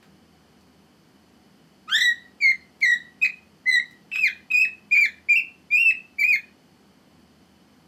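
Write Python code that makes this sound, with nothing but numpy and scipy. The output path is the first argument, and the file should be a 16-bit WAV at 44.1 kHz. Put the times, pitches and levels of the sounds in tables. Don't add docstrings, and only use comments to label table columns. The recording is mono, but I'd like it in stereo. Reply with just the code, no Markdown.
import sys
import numpy as np
from scipy import signal
from scipy.fft import rfft, irfft
from scipy.io import wavfile
from scipy.ndimage import uniform_filter1d

SR = 44100
rng = np.random.default_rng(int(sys.argv[2]) if len(sys.argv) > 2 else 0)


def to_wav(s):
    ch = np.atleast_2d(s).T
    pcm = np.round(np.clip(ch, -1, 1) * 32767)
    wavfile.write(sys.argv[1], SR, pcm.astype(np.int16))


def undo_db(level):
    steps = np.asarray(level, float) / 20
    return 10 ** steps


N = 347177


def rms_one(x):
    return x / np.sqrt(np.mean(x ** 2, axis=-1, keepdims=True) + 1e-20)


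def at_hz(points, hz):
    point_hz, value = np.array(points).T
    return np.interp(np.log(hz), np.log(point_hz), value)


def bump(t, at_s, half_width_s):
    return np.exp(-.5 * ((t - at_s) / half_width_s) ** 2)


def drift(rate_hz, count):
    r = np.exp(-2 * np.pi * rate_hz / SR)
    wander = signal.lfilter([1], [1, -2 * r, r * r], rng.standard_normal(16000))
    return rms_one(wander[3000:3000 + count])


def resonance(x, hz, width_hz):
    r = np.exp(-np.pi * width_hz / SR)
    return signal.lfilter([1, 0, -1], [1, -2 * r * np.cos(2 * np.pi * hz / SR), r * r], x)


def bird():
    # start_s, pitch_hz, level_db
    low_slides = [
        [(1.875, 1281, -34), (1.9, 1391, -37.5), (1.954, 1782, -19), (1.986, 1998, -21.5), (2.03, 2008, -20.5),
         (2.07, 1925, -17), (2.116, 1889, -23)],
        [(2.402, 2405, -27), (2.424, 2254, -22), (2.436, 2227, -17), (2.455, 2183, -13.5), (2.49, 2101, -14),
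         (2.517, 2108, -16.5)],
        [(2.812, 2337, -22), (2.832, 2156, -12.5), (2.865, 1962, -19.5), (2.885, 1925, -15.5),
         (2.944, 1930, -20)],
        [(3.656, 2040, -21), (3.692, 2058, -15), (3.75, 1974, -17.5), (3.785, 1929, -19), (3.8, 2088, -21)],
    ]
    held_notes = [
        [(3.214, 2580, -16.5), (3.235, 2443, -9.5), (3.246, 2506, -20), (3.266, 2467, -20)],
        [(4.115, 2655, -19), (4.152, 2488, -31), (4.159, 2526, -17.5), (4.19, 2630, -22.5), (4.234, 2540, -21),
         (4.239, 2463, -11), (4.272, 2009, -20), (4.288, 1513, -34)],
        [(4.502, 2626, -20), (4.534, 2460, -16.5), (4.565, 2458, -18), (4.622, 2580, -12), (4.648, 2498, -28.5)],
        [(4.91, 2454, -15), (4.95, 2380, -15), (4.98, 2418, -9), (5.003, 2367, -18.5), (5.024, 2362, -11),
         (5.056, 2004, -23)],
    ]
    arches = [
        [(5.286, 2390, -13), (5.325, 2377, -10.5), (5.345, 2416, -11), (5.372, 2766, -15.5), (5.402, 2425, -32)],
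        [(5.703, 2401, -24), (5.752, 2439, -15), (5.784, 2680, -18.5), (5.812, 2765, -15), (5.896, 2590, -14),
         (5.905, 2466, -27.5)],
        [(6.183, 2361, -19.5), (6.226, 2260, -21.5), (6.25, 2459, -12.5), (6.292, 2518, -14.5),
         (6.32, 2404, -20.5), (6.342, 2128, -14), (6.357, 2137, -25.5)],
    ]
    # overtones_db, gain_start_to_end_db, mid_swell_db, treble_db_per_octave, tremor_share
    voices = [(-5, -6, 17, -6, .008), (-1, -8, -3.5, -8, .0141), (0.5, -1.5, -4, -5, .015),
              (-3.5, 12, -2.5, 2.5, .012), (-17, 8, 21.5, -6.5, 0.011), (0.5, -5, -2.5, 3, 0.014),
              (-6.5, 5, 7, 2.5, 0.01), (-2.5, 5.5, -5, 5, 0.0087), (-5.5, 2.5, -2.5, 6, 0.018),
              (-6.5, -0.5, 2, 8, 0.0057), (0.5, -2.5, -7.5, 11.5, 0.0046)]
    # length_s, last_pitch_hz, level_step_db
    flicks = [(0.015, 1900, -13), (0.0079, 1750, -5.5), (0.019, 1720, -9.5), (0.0088, 2300, -17),
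              (0.0052, 2100, 2), (0.00086, 1400, -1), (0.01094, 1700, 2), (0.0095, 1600, 0),
              (0.0081, 2100, 6.5), (0.013, 1800, 2), (0.0075, 1612, 0.5)]
    out = np.zeros(N)
    for rows, voice, flick in zip(sorted(low_slides + held_notes + arches), voices, flicks):
        first, sound = call(rows, voice, flick)
        out[first:first + len(sound)] = sound
    return signal.sosfilt(signal.butter(3, 1050, "high", fs=SR, output="sos"), out)


def call(rows, voice, flick):
    # start_s, length_s, share
    doubling = [(1.89, .012, 0.15), (3.214, .014, 0.15), (4.115, .1, 0.04), (4.503, .022, 0.1),
                (4.912, .02, 0.03), (5.705, .022, 0.08)]
    # at_s, half_width_s, depth
    rasps = [(1.898, 0.0036, 0.45), (1.979, 0.025, 0.088), (3.26, 0.0093, 0.11), (4.12, .004, 0.4),
             (4.157, .004, 0.52), (4.2, .012, 0.059), (4.51, .006, .1), (4.966, .012, 0.08),
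             (6.236, .005, 0.067)]
    start_s, end_s = rows[0][0], rows[-1][0]
    first, t, hz, level_db = contour(rows, flick)
    hz = hz * (1 + voice[-1] * drift(90, len(t)))
    phase = 2 * np.pi * np.cumsum(hz) / SR

    half = 0
    for at_s, length_s, share in doubling:
        half = half + share * np.sin(np.pi * np.clip((t - at_s) / length_s, 0, 1)) ** .5
    tone = np.sin(phase) + half * undo_db(-16) * np.sin(phase / 2)
    tone = tone + overtones(t, start_s, end_s, hz, phase, level_db, half, voice)

    breath_db = -40
    rough = undo_db(breath_db) + 0.033 * bump(t, end_s + flick[0] / 2, .004)
    for at_s, half_width_s, depth in rasps:
        rough = rough + depth * bump(t, at_s, half_width_s)
    tone = tone * (1 + rough * drift(430, len(t)))
    edge = np.clip(np.minimum((t - t[0]) / 0.002, (t[-1] - t) / 0.005), 0, 1)
    return first, np.sqrt(2) * undo_db(level_db) * edge * tone


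def contour(rows, flick):
    # at_s, drop_hz, half_width_s, dip_db
    gulps = [(1.976, 222, 0.0037, -12.5), (1.999, 342.5, .005, -14), (2.021, 207.4, .0035, 2),
             (2.46, 59.6, 0.0052, 5), (2.471, 46.05, 0.002, -7), (2.863, 49.8, .003, 1.5),
             (3.25, 573, .0026, -5), (3.263, 517, 0.0024, -6.5), (4.253, 108.6, 0.0035, -8.5),
             (4.595, 60.3, 0.0015, -8.5), (4.606, 59.4, 0.0034, -10), (4.955, 169.3, .004, -9),
             (4.972, 222, 0.0035, -5.5), (6.232, 259.1, .004, -4)]
    # at_s, half_width_s, dip_db
    breaks = [(2.507, 0.0036, -3), (2.843, 0.0018, -6), (2.868, .003, -3), (3.709, 0.0029, -15),
              (3.722, 0.0027, -13.5), (3.737, 0.0016, -8.5), (3.792, 0.0024, -12), (4.129, 0.0068, -12),
              (4.175, 0.0071, -13), (4.206, 0.0061, -11), (4.532, .0039, -10.5), (4.641, 0.0045, -6),
              (5.033, .002, -12), (5.348, .0073, -13.5), (5.768, 0.0022, -10), (5.791, .003, -10),
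              (5.845, .0052, -15), (6.262, 0.006, -21.5), (6.277, 0.0046, -10)]
    scoop_s, scoop_share, scoop_db, fade_db = .014, 0.066, -15.5, -5
    flick_s, last_hz, flick_db = flick
    start_s, aim_hz, aim_db = rows[0]
    end_s, end_hz, end_db = rows[-1]
    scoop = [(start_s, aim_hz * (1 - scoop_share), aim_db + scoop_db),
             (start_s + scoop_s, aim_hz, aim_db)]
    slack = [(end_s + flick_s / 4, min(1.15 * last_hz, end_hz), end_db + flick_db),
             (end_s + flick_s, last_hz, end_db + flick_db + fade_db)]
    point_s, point_hz, point_db = np.transpose(scoop + list(rows[1:]) + slack)

    first = round(point_s[0] * SR)
    t = np.arange(first, round(point_s[-1] * SR)) / SR
    hz = uniform_filter1d(np.interp(t, point_s, point_hz), size=110, mode="nearest")
    level_db = np.interp(t, point_s, point_db)
    for at_s, drop_hz, half_width_s, dip_db in gulps:
        catch = bump(t, at_s, half_width_s)
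        hz = hz - drop_hz * catch
        level_db = level_db + dip_db * catch
    for at_s, half_width_s, dip_db in breaks:
        level_db = level_db + dip_db * bump(t, at_s, half_width_s)
    return first, t, hz, level_db


def overtones(t, start_s, end_s, hz, phase, level_db, half, voice):
    # overtone_hz, level_re_fundamental_db
    throat = [(2400, -1.5), (3100, -4.5), (3800, -13), (4300, -14), (5200, -25.5), (6200, -30), (7000, -27),
              (7700, -26), (8500, -39), (9600, -43.5), (11500, -39), (13500, -37.5), (15500, -48)]
    bright_db, gain_db, swell_db, treble_db, _ = voice
    scoop_dull_db, dull_share = -10, .11
    along = np.clip((t - start_s) / (end_s - start_s), 0, 1)
    after_end = t > end_s
    bright_db = bright_db + gain_db * (along - .5) + swell_db * np.sin(np.pi * along) - 3 * after_end
    bright_db = bright_db + scoop_dull_db * np.clip(1 - along / dull_share, 0, 1) ** .5
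    treble_db = treble_db - 12 * after_end
    weak_db = np.minimum(level_db + 35.5, 0)

    out = np.zeros(len(t))
    for k in np.arange(3, 21) / 2:
        line_hz = k * hz
        octaves = np.clip(np.log2(line_hz / 7800), 0, 1)
        line_db = at_hz(throat, line_hz) + bright_db + treble_db * octaves + 0.014 * k * weak_db
        line_db = line_db + 2.84 * drift(40, len(t))
        size = undo_db(line_db) * (line_hz < 15600)
        if k % 1:
            size = size * half * undo_db(15.5)
        out += size * np.sin(k * phase + rng.uniform(0, 2 * np.pi))
    return out


def claws():
    # start_s, peak_db, centre_hz, width_hz, t60_s
    ticks = [
        (0.025, -54.5, 1650, 1110, 0.16),
        (0.608, -60, 4500, 2500, 0.033),
        (2.805, -48.5, 3200, 2550, 0.078),
        (3.908, -61, 6000, 7900, 0.12),
        (7.454, -65.5, 2800, 3000, 0.062),
    ]
    out, t = np.zeros(N), np.arange(6000) / SR
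    for start_s, peak_db, hz, width_hz, t60_s in ticks:
        burst = rms_one(resonance(rng.standard_normal(len(t)), hz, width_hz))
        burst = burst * undo_db(-60 * t / t60_s) * np.clip(t / 0.0018, 0, 1)
        first = round(start_s * SR)
        out[first:first + len(t)] += undo_db(peak_db) * burst
    return out


def room(x):
    # centre_hz, t60_s
    decay = [(1500, 0.31), (3000, 0.29), (6000, 0.24), (12000, .18)]
    # delay_s, level_db
    echoes = [(.009, -24), (.017, -17.5), (.029, -12.5), (.041, -14.5)]
    room_db, side_db = -0.5, -19
    t = np.arange(round(.6 * SR)) / SR
    white, tail = rng.standard_normal((2, len(t))), 0
    for hz, t60_s in decay:
        band_filter = signal.butter(2, [hz / 1.42, hz * 1.42], "band", fs=SR, output="sos")
        tail = tail + signal.sosfilt(band_filter, white) * undo_db(-60 * t / t60_s)
    onset = np.clip((t - .002) / 0.0049, 0, 1)
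    tail = tail * onset * (1 + 3.9 * undo_db(-60 * t / 0.043))
    mid, side = signal.fftconvolve(x[None], tail / np.sqrt(.35 * SR / 14), axes=1)[:, :N]
    dull = signal.sosfilt(signal.butter(1, 4500, fs=SR, output="sos"), x)
    for delay_s, level_db in echoes:
        mid = mid + undo_db(level_db) * np.roll(dull, round(delay_s * SR))
    return undo_db(room_db) * (mid + undo_db(side_db) * side * np.array([[1], [-1]]))


def room_tone():
    # freq_hz, density_db_per_hz
    air_curve = [(15, -49), (25, -28), (48, -28.5), (70, -9), (133, -10), (199, -0.5), (584, -14),
                 (744, -15), (898, -15.5), (2710, -22.5), (3020, -20.5), (3950, -29.5), (4640, -27.5),
                 (14000, -36.5), (15600, -44)]
    # freq_hz, likeness
    likeness = [(60, 0.93), (180, 0.998), (550, 0.94), (1650, 0.87), (4970, 0.74), (15000, 0.84)]
    # centre_hz, width_hz, level_db
    hum_bands = [(80, 2.2, -72), (159.7, 13, -68.5), (196.7, 13, -66.5), (251.9, 6.9, -68.5),
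                 (315.8, 37, -74.5), (745, 65, -74), (3010, 110, -76), (4500, 690, -72.5), (4970, 250, -78),
                 (6000, 97, -82.5)]
    air_db = -54
    hz = np.maximum(np.fft.rfftfreq(N, 1 / SR), 1)
    alike = np.clip(at_hz(likeness, hz), 0, 1)
    colour = undo_db(at_hz(air_curve, hz)) / (1 + (hz / 15100) ** 40)
    mid, side = rfft(rng.standard_normal((2, N))) * colour
    air = irfft(np.sqrt(1 + alike) * mid + np.sqrt(1 - alike) * side * np.array([[1], [-1]]), N)
    white, hum = rng.standard_normal(N), 0
    for centre_hz, width_hz, level_db in hum_bands:
        band = resonance(resonance(white, centre_hz, width_hz), centre_hz, width_hz)
        hum = hum + undo_db(level_db) * rms_one(band)
    return undo_db(air_db - 3.5) * rms_one(air) + hum


def limiter(x):
    window_s, ceiling_db, knee = .0012, -14, 4.0
    power = uniform_filter1d(np.mean(x ** 2, axis=0), size=max(round(window_s * SR), 3))
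    level = np.sqrt(power + 1e-12)
    return x / (1 + (level / undo_db(ceiling_db)) ** knee) ** (1 / knee)


def masking(x):
    # freq_hz, level_re_loudest_band_db
    mask_curve = [(600, -57), (2000, -72), (4500, -67), (6000, -52), (12000, -58.5)]
    duck_db, scatter_db = -16, 2.5
    hz, _, z = signal.stft(x, SR, nperseg=2048, noverlap=1536)
    power = uniform_filter1d(np.abs(z.mean(0)) ** 2, size=12, axis=0)
    chance = rng.standard_normal((2,) + power.shape)
    patchy = uniform_filter1d(chance[0], size=16, axis=0)
    patchy = rms_one(uniform_filter1d(patchy, size=3, axis=1))
    threshold_db = at_hz(mask_curve, hz + 1)[:, None] + scatter_db * patchy
    masked = (power < power.max(0) * undo_db(2 * threshold_db)) & (hz[:, None] > 450)
    blur_db = at_hz([(1000, -35.5), (4000, -23.5), (12000, -3.5)], hz + 1)
    z = z * (1 + undo_db(blur_db)[:, None] * chance[1]) * np.where(masked, undo_db(duck_db), 1)
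    return signal.istft(z, SR, nperseg=2048, noverlap=1536)[1][:, :N]


def scene():
    near = bird() + claws()
    head_pan_db = 1.1 * np.array([[.5], [-.5]])
    return (near + room(near)) * undo_db(head_pan_db) + room_tone()


def top_cut(x):
    return signal.sosfilt(signal.butter(12, 15750, fs=SR, output="sos"), x)


def record(dry):
    mix = masking(limiter(dry))
    return top_cut(mix)


dry = scene()
out = record(dry)
to_wav(out)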